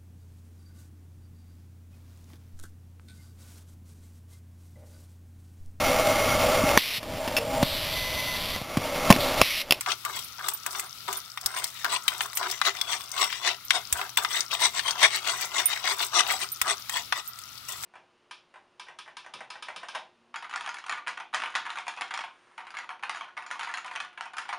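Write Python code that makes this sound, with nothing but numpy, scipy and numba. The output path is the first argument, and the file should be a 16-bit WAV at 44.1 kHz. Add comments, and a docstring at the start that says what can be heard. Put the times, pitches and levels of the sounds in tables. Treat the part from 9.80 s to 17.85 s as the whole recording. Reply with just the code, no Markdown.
"""A steel spoon stirs a gritty paste in a bowl, close to a hand-held phone in a small tiled bathroom.
Throughout, a fan hums and the room hisses: filtered noise and a wavering sine. From the start grit rubs
the bowl stroke by stroke and the spoon knocks its wall, noise driving the wall modes, while the paste pops.
The spoon first rings thinly at 0.4 s, as decaying sines; the bowl first jolts at 1.7 s, a short low swing.
Strokes grow louder from 2 s, are loudest near 5 s and turn sparse after 7.2 s."""
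import sys
import numpy as np
from scipy import signal
from scipy.fft import rfft, irfft
from scipy.io import wavfile
from scipy.ndimage import uniform_filter1d
from numba import njit

SR = 44100
rng = np.random.default_rng(int(sys.argv[2]) if len(sys.argv) > 2 else 0)


def wav_record(signal):
    """Record a signal, one row per channel, as 16-bit PCM in the file named by sys.argv[1]."""
    frames = np.transpose(np.atleast_2d(signal))
    bounded = np.clip(frames, -1, 1)
    # unit amplitude maps onto the largest positive 16-bit level
    quanta = np.round(bounded * 32767).astype(np.int16)
    wavfile.write(sys.argv[1], SR, quanta)


N = 355005

# sweeps of the spoon along the wall; levels before the layer gains, rise and fall those of the scrape:
# hardest_pressure_s, scrape_db, rise_s, fall_s, low_body_rel_db, fine_grit_rel_db
STROKES = [(.068, -43.5, .012, 0.086, 11.5, -14), (.115, -32, 0.084, .07, -1, -6),
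           (0.261, -45, 0.026, .17, 10, -2), (.36, -37, 0.092, 0.11, -2.5, -1),
           (.59, -49.5, .015, 0.11, 11, -8), (.65, -39.5, 0.084, 0.13, 3.5, -1),
           (.7, -47.5, 0.15, 0.14, 3, 3), (0.873, -42, 0.025, 0.049, 12, -10),
           (0.963, -40, 0.12, 0.18, 4, 4.5), (1.285, -44.5, 0.016, .13, 12, 4),
           (1.35, -43, 0.12, 0.11, 0, -1), (1.68, -47, 0.15, 0.068, 5.5, 0),
           (1.781, -36, 0.15, 0.17, 0, -5), (1.85, -43, .1, 0.13, -11, 1),
           (2.02, -45.5, 0.29, 0.031, -14, 0.5), (2.051, -39.5, 0.018, .1, 11.5, -1),
           (2.136, -27, 0.096, 0.095, -3.5, -11), (2.33, -45, .18, 0.43, 2, 1),
           (2.421, -45, 0.092, 0.11, 4.5, 4), (2.57, -41, 0.033, 0.35, 2.5, 0),
           (2.671, -37, .15, 0.033, 6.5, -16), (2.721, -35.5, 0.13, 0.12, -4.5, -1),
           (2.874, -25.5, 0.08, 0.091, -3.5, -10), (2.96, -44, 0.13, 0.46, 1.5, -8),
           (3.123, -27.5, 0.096, 0.098, -5.5, -10), (3.2, -50, 0.044, 0.27, 1.5, -2),
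           (3.421, -26, 0.14, 0.094, -1.5, -6), (3.53, -39, 0.35, 0.2, -9, -6),
           (3.678, -26.5, 0.11, 0.11, -3.5, -11), (3.951, -28.5, 0.062, 0.11, 0.5, -14),
           (4.18, -41, 0.12, 0.2, 7, 1), (4.383, -28.5, 0.017, 0.068, 5, -4),
           (4.428, -43.5, 0.071, 0.16, 8.5, 6), (4.57, -29.5, 0.16, 0.12, -3.5, -5.5),
           (4.609, -37, 0.12, 0.069, -15, -25), (4.739, -28.5, 0.059, 0.075, -2, -7),
           (4.82, -31.5, 0.067, .05, -1.5, -7), (4.851, -21.5, 0.092, 0.066, -7, -11),
           (4.983, -29.5, 0.088, 0.05, -4, -14), (5.089, -28, 0.11, .08, -4, -12),
           (5.17, -46, 0.13, .08, 7.5, -13), (5.237, -19, 0.091, 0.083, -4.5, -12),
           (5.35, -31, 0.17, 0.13, -6, -14), (5.491, -25.5, 0.12, .14, -4, -12),
           (5.63, -32.5, .19, .12, -5, -4), (5.791, -24.5, .13, 0.087, -4.5, -11),
           (5.92, -32.5, .15, 0.19, -8, -4), (6.098, -25, 0.14, 0.092, -3, -13),
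           (6.22, -32.5, .13, 0.13, -1, -2.5), (6.361, -26, 0.053, 0.16, 0.5, -12.5),
           (6.398, -25, 0.14, 0.044, -6, -15), (6.51, -29, 0.13, 0.18, -2, -5),
           (6.628, -29, 0.079, 0.064, -3.5, -11), (6.861, -44.5, 0.062, 0.11, 13, -6),
           (6.909, -23.5, 0.076, 0.058, -4, -37), (6.95, -56.5, .05, 0.13, 9.5, -10),
           (7.12, -58, 0.066, 0.056, -7, -3), (7.164, -28, 0.096, 0.099, -3.5, -10.5),
           (7.382, -34.5, 0.09, 0.054, -2, -8.5), (7.89, -40.5, 0.029, 0.19, -1.5, 3.5),
           (8.05, -50.5, 0.12, .1, 2, 12)]
# spectrum of fine grit, contact snap and ring tick: freq_hz, relative_level_db_per_hz
SNAP_SPECTRUM = [(600, -70.5), (6000, -0.5), (8300, 0), (9900, -10), (12000, -5), (13300, -12),
                 (14500, -10), (16000, -4)]


def undb(db):
    """dB to gain."""
    return 10 ** (np.asarray(db) / 20)


def unit(x):
    """Scale to rms 1."""
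    return x / np.sqrt(np.mean(x ** 2))


def along(table, hz):
    """Read (Hz, value) rows on a log frequency axis."""
    table_hz, values = np.transpose(table)
    return np.interp(np.log(hz + 1), np.log(table_hz), values)


def colour(x, gain_at, size=2048):
    """Causal filter with the given gain law at unit power, from the folded cepstrum."""
    gain = gain_at(np.fft.rfftfreq(size, 1 / SR))
    cepstrum = irfft(np.log(gain / np.sqrt(np.mean(gain ** 2))))
    cepstrum[1:size // 2] *= 2
    cepstrum[size // 2 + 1:] = 0
    impulse = irfft(np.exp(rfft(cepstrum)))
    return signal.oaconvolve(x, impulse[None], axes=1)[:, :N]


@njit
def svf(x, hz, width_hz):
    """Two state-variable band-passes in a row, each of this width, moving centre, gain 1 there."""
    y = np.empty(x.shape)
    for c in range(2):
        b = l = b2 = l2 = g = k = h = 0.
        for i in range(x.shape[1]):
            if i % 32 == 0:
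                g, k = np.tan(np.pi * hz[i] / SR), width_hz / hz[i]
                h = 1 / (1 + g * (g + k))
            v = (b + g * (x[c, i] - l)) * h
            b, l = 2 * v - b, l + 2 * g * v
            w = (b2 + g * (k * v - l2)) * h
            b2, l2, y[c, i] = 2 * w - b2, l2 + 2 * g * w, k * w
    return y


def walk(rate_hz, step=32):
    """Random levels held about 1 / rate_hz and slewed twice; spread near 1."""
    hold = max(int(SR / step / rate_hz), 2)
    levels = np.repeat(rng.standard_normal(N // step // hold + 2), hold)
    slow = 1.3 * uniform_filter1d(uniform_filter1d(levels, hold), hold)
    return np.interp(np.arange(N) / step, np.arange(len(slow)), slow)


def pair():
    """Noise for the phone's two ports, alike in part of the spectrum and independent elsewhere."""
    # likeness of the ports: freq_hz, likeness_0_to_1
    likeness = [(60, 0.03), (300, 0.88), (1000, 0.66), (2200, 0.52), (4000, 0), (8500, 0), (12000, 0.39)]
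    left, other = rfft(rng.standard_normal((2, N)))
    alike = np.clip(along(likeness, np.fft.rfftfreq(N, 1 / SR)), 0, 1)
    return irfft([left, alike * left + np.sqrt(1 - alike ** 2) * other], N)


def bursts(at_s, db, rise_s, fall_s):
    """Envelope of short contacts: quick rise, exponential fall."""
    marks = np.zeros(N)
    index = np.clip((np.asarray(at_s) * SR).astype(int), 0, N - 1)
    np.add.at(marks, index, undb(db))
    t = np.arange(int(12 * fall_s * SR)) / SR
    shape = (1 - np.exp(-t / rise_s)) * np.exp(-t / fall_s)
    return np.abs(signal.oaconvolve(marks, shape / shape.max())[:N])


def room():
    """Faint shaped hiss, a resonant whirr band and a wavering mains hum."""
    # hiss spectrum: freq_hz, relative_level_db_per_hz
    hiss_spectrum = [(25, -24), (70, 0), (200, -9), (520, -18.5), (900, -12), (1300, -11), (1750, -14),
                     (2200, -4.5), (3700, 2), (5200, -1), (7200, -10), (8200, -38), (10500, -9),
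                     (16000, -11)]
    hiss_db, whirr_db, hum_db = -44.5, -51.5, -66  # rms, each wandering about this level
    whirr_hz, whirr_width_hz, hum_hz = 1310, 226, 119.8
    hiss = unit(colour(pair(), lambda hz: undb(along(hiss_spectrum, hz)), size=8192))
    hiss = hiss * undb(hiss_db + 2.7 * walk(6))
    whirr = colour(pair(), lambda hz: 1 / (1 + (2 * (hz - whirr_hz) / whirr_width_hz) ** 2) + 1e-4)
    whirr = whirr * undb(whirr_db + 2.0 * walk(6.1))
    phase = 2 * np.pi * hum_hz * np.arange(N) / SR + 0.45 * walk(3.02)
    hum = np.sqrt(2) * np.sin(phase) * undb(hum_db + 1.8 * walk(10.0))
    return hiss + whirr + hum


def sweeps(db, drag_db, rise_stretch=1, fall_stretch=1):
    """Pressure of all strokes over the light drag through the paste, summed in power."""
    rise_power, fall_power = 2.72, 2.67  # of amplitude, on a straight ramp
    t, power = np.arange(0, N, 32) / SR, undb(2 * drag_db)
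    for (s, _, rise_s, fall_s, *_), peak_db in zip(STROKES, db):
        ramp = np.interp(t, [s - rise_s * rise_stretch, s, s + fall_s * fall_stretch], [0, 1, 0])
        power = power + undb(2 * peak_db) * ramp ** (2 * np.where(t < s, rise_power, fall_power))
    return np.interp(np.arange(N) / SR, t, np.sqrt(power))


def grit(rate_hz, spread_db, smooth, judder_db):
    """Envelope of grains crushed under the edge over a smooth slide; the pressure judders."""
    count = int(rate_hz * N / SR)
    at_s = rng.random(count) * N / SR
    grain_db = spread_db * np.clip(rng.standard_normal(count), -2, 2)
    grains = bursts(at_s, grain_db, 0.0001, 0.0018)
    return unit((smooth + unit(grains)) * undb(judder_db * walk(70)))


def bowl(low, body, clack, hollow_hz):
    """The rubbing point wanders, so each wall mode swells, fades and bends alone; paste loads the low ones apart."""
    # mean pitch of each wall mode: pitch_hz
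    wall_hz = [395, 755, 1020, 1180, 2060, 2420, 3380, 3680, 4400, 5070, 5750, 6160, 6780, 8000]
    # same modes: filter_width_hz, level_db
    wall_modes = [(40.8, -9.5), (129, -4), (165, -2), (210, -1.5), (180, -2), (196, -3.5), (208, 2.5),
                  (218, 4), (298, -26), (275, -4.5), (262, 0), (161, -8.5), (300, -5.5), (690, -5.5)]
    # broad rubbing sound between the modes: freq_hz, level_db
    between_modes = [(350, -39), (500, -22.5), (700, -31), (1400, -0.5), (2900, 2), (5700, -13.5)]
    low_below_hz = 1700
    out = 0
    for hz, (width_hz, db) in zip(wall_hz, wall_modes):
        rub = low if hz < low_below_hz else body
        swell_db = (2.4 if hz < 900 else 3.6) * walk(16)
        drive = rub * undb(swell_db) + clack
        out = out + undb(db) * svf(drive, hz * (1 + 0.033 * walk(15)), 1. * width_hz)
    for hz in 350 * 2 ** np.arange(0, 4.3, .5):  # half-octave bands
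        rub = low if hz < low_below_hz else body
        drive = rub * undb(along(between_modes, hz) + 3. * walk(90))
        out = out + svf(drive, np.full(N, hz), hz / 2)
    hollow = undb(-4.5) * svf(body, hollow_hz, 520.0)
    return out + hollow + undb(2.0) * clack


def stirring():
    """Scrape and knocks drive the same bowl; the finest grit and the snap of contact are heard directly."""
    # spoon meets the wall, levels before the contact gains: start_s, level_db, clack_centre_hz, snap_rel_db
    knocks = [(0.009, -28.5, 1210, 2), (0.061, -21.5, 1310, -23), (0.117, -18, 3360, -21),
              (0.25, -23.5, 1130, -6.5), (0.296, -41, 1020, -14), (0.39, -28, 3730, -7.5),
              (0.593, -35.5, 1080, -15), (0.685, -18, 3900, -5), (0.863, -24.5, 1170, -2),
              (0.949, -27, 1200, -29), (0.996, -27.5, 1240, -1), (1.28, -28, 1480, -12),
              (1.328, -33, 1160, 3.5), (1.574, -24.5, 1780, -14), (1.612, -32, 5550, -7.5),
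              (1.66, -16, 5530, -2.5), (1.765, -29, 1160, -28), (1.842, -17, 5200, -7),
              (2.045, -19, 1130, -11), (2.28, -11, 3020, -10), (2.407, -16, 1570, -41),
              (2.531, -32, 4820, -8), (2.572, -25, 2640, 2.5), (2.629, -21.5, 1490, -21),
              (2.699, -23, 4500, -17), (2.712, -19.5, 5200, -9.5), (2.815, -14.5, 1440, -40),
              (2.851, -18, 3000, -24), (2.968, -28.5, 2960, -18), (3.013, -16.5, 4470, -11.5),
              (3.208, -31, 3000, -14), (3.316, -25, 6000, -11), (3.527, -22.5, 2520, -16),
              (3.906, -7.5, 2280, -53), (4.126, -20, 2900, 3.5), (4.214, -22, 1310, -19),
              (4.293, -30.5, 5240, -12), (4.372, -11, 2800, -7.5), (4.448, -15.5, 1480, -40),
              (4.606, -14.5, 5400, -21), (4.715, -21, 3680, -18), (4.994, -22, 1190, -23),
              (5.108, -14.5, 5050, -22), (5.359, -33, 2200, 3), (5.654, -41, 2090, 3),
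              (6.193, -23, 3570, -19), (6.815, -15.5, 1730, -3), (7.095, -23.5, 1610, -5),
              (7.324, -11.5, 1390, -22), (7.588, -34.5, 4540, -4.5), (7.777, -34, 4500, -13),
              (8.036, -30.5, 980, -11)]
    _, db, _, _, low_db, fine_db = np.transpose(STROKES)
    at_s, hit_db, clack_hz, snap_db = np.transpose(knocks)
    t, pressure = np.arange(N) / SR, sweeps(db, -60.5)

    # the hollow under the spoon drops in pitch as pressure passes a level
    hollow_top_hz, hollow_from_db, hollow_hz_per_db = 4820, -46, -57
    over_db = np.maximum(20 * np.log10(pressure) - hollow_from_db, 0)
    hollow_hz = (hollow_top_hz + hollow_hz_per_db * over_db) * (1 + .06 * walk(12))

    noise = pair()
    coarse = grit(420., 3.2, smooth=1.1, judder_db=1.3)
    low = coarse * undb(18.0) * sweeps(db + low_db, -66, 1.24, 1.12) * noise
    body = coarse * undb(15.0) * pressure * noise

    # contact chatters for some milliseconds, then the paste smears; the spot struck sets the colour
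    chatter = bursts(at_s, hit_db + 11.5, 0.000053, 0.0028)
    smear = bursts(at_s, hit_db - 4.5, 0.004, 0.0089)
    spot_hz = clack_hz[np.clip(np.searchsorted(at_s, t) - 1, 0, None)]
    clack = svf((chatter + smear) * np.tanh(2 * noise), spot_hz, 3280.0)
    # a light spoon moves little bass
    clack = signal.sosfilt(signal.butter(4, 900, "high", fs=SR, output="sos"), clack)

    sand = grit(200., 5.0, smooth=1.1, judder_db=2.5)
    fine = sand * undb(5.5) * sweeps(db + fine_db, -57.5, 1.06, 1.04)
    snap = bursts(at_s, hit_db + snap_db + 8.0, 0.00011, 0.0045)
    direct = colour((fine + snap) * noise, lambda hz: undb(along(SNAP_SPECTRUM, hz)))
    return bowl(low, body, clack, hollow_hz) + direct


def pops(rate_hz=37.0, db=-20.0):
    """Tiny air pockets in the paste burst at random, heard through a wandering band near 5.4 kHz."""
    count = int(rate_hz * N / SR)
    at_s = rng.random(count) * N / SR
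    pop_db = db + 2.2 * np.clip(rng.standard_normal(count), -2, 2)
    ticks = bursts(at_s, pop_db, .0001, 0.00087)
    return svf(ticks * pair(), 5380.0 * (1 + 0.06 * walk(40)), 1750.0)


def steel():
    """Each ping ticks and sets off the high modes of the spoon in its own mix."""
    # steel rings free, nominal levels of the 12 kHz mode:
    # start_s, level_db, modes_below_11khz_rel_db, modes_above_13khz_rel_db
    pings = [(0.4419, -41.5, -3, -13), (0.7357, -26.5, -12, 2), (0.9088, -42, -3, -9),
             (1.0595, -40, -5, -7), (1.3698, -29.5, -4, -2), (2.415, -32, -4, -5), (2.5523, -28.5, -4, -15),
             (3.849, -41, -12, 11), (5.44, -36, -14, -9), (5.8563, -21.5, 1, 1), (6.124, -35, -16, 0),
             (6.718, -28.5, -7.5, 1), (6.997, -46, -10, -7), (7.1472, -54, -8, -6), (7.476, -27, -28, -11)]
    # spoon modes: pitch_hz, relative_level_db, t60_s
    spoon_modes = [(8980, -5, .08), (9240, -2, .06), (9560, -3, .08), (10300, -9, .07), (12045, 0, .09),
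                   (14230, -3, .08), (14370, -3, .08)]
    out, t = np.zeros((2, N + SR)), np.arange(SR // 4) / SR
    hz, db, t60_s = np.transpose(spoon_modes)[:, :, None]
    chance = rng.standard_normal((len(pings), 2, 2, len(spoon_modes), 1))
    port_db = np.array([[-2.5], [2.5]])
    for (s, peak_db, lower_db, upper_db), (mix, turn) in zip(pings, chance):
        mode_db = db + lower_db * (hz < 11000) + upper_db * (hz > 13000) + 1.5 * mix
        ring = undb(mode_db - 60 * t / t60_s) * np.sin(2 * np.pi * (hz * t + turn))
        onset = 1 - np.exp(-t / 0.00052)
        i = int(s * SR)
        out[:, i:i + len(t)] += undb(peak_db + port_db) * ring.sum(1) * onset
    at_s, peak_db = np.transpose(pings)[:2]
    tick = bursts(at_s, peak_db + 0.5, 0.00014, 0.00089) * pair()
    # the grip on the handle makes the ring flutter
    ringing = out[:, :N] * undb(2.7 * walk(150))
    return ringing + colour(tick, lambda hz: undb(along(SNAP_SPECTRUM, hz)))


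def thuds():
    """The bowl jolts in the hand: one soft, fast-dying 73 Hz swing for each jolt."""
    # jolts, levels before the swing and port gains: start_s, level_db
    jolts = [(1.652, -51), (3.906, -61), (4.126, -40), (4.37, -55), (6.814, -50)]
    at_s, db = np.transpose(jolts)
    t = np.arange(SR // 5) / SR
    marks = np.zeros(N)
    marks[(at_s * SR).astype(int)] = undb(db)
    swing = np.sin(2 * np.pi * 73.0 * t) * np.exp(-t / 0.014) * 3.2
    return signal.oaconvolve(marks, swing)[:N] * np.array([[1.4], [.2]])  # left, right gain


def tiles(near):
    """Short tail of the tiles: decaying noise starting after 4 ms."""
    t60_s, tail_db = 0.22, -18.5
    t = np.arange(SR // 2) / SR
    tail = rng.standard_normal((2, len(t))) * undb(-60 * t / t60_s) * (t > .004)
    tail = tail / np.sqrt(np.sum(tail ** 2, axis=1, keepdims=True))
    return undb(tail_db) * signal.oaconvolve(near, tail, axes=1)[:, :N]


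def scene():
    """Near sounds with their tiled tail, over the jolts and the room tone."""
    near = stirring() + pops() + steel()
    return room() + near + tiles(near) + thuds()


def record(dry):
    """The right port is shaded in the upper middle; the loudest peaks round off; the top is cut."""
    # right port response: freq_hz, gain_db
    right_port = [(30, -10), (60, -3), (120, 2), (350, 0), (800, 0), (1200, -5), (2200, -3), (2500, -12),
                  (3700, -17), (6200, -16), (7300, -8), (7900, 0), (9900, 6), (10600, 0), (15000, -3)]
    top_hz = 15750
    port_gain = lambda hz: undb(along(right_port, hz))
    # colour() scales to unit power; restore the port's own gain
    port_rms = np.sqrt(np.mean(port_gain(np.fft.rfftfreq(2048, 1 / SR)) ** 2))
    right = colour(dry[1:], port_gain) * port_rms
    rounded = np.tanh(np.vstack([dry[:1], right]))
    return signal.sosfilt(signal.ellip(10, .2, 60, top_hz, fs=SR, output="sos"), rounded)


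dry = scene()
out = record(dry)
wav_record(out)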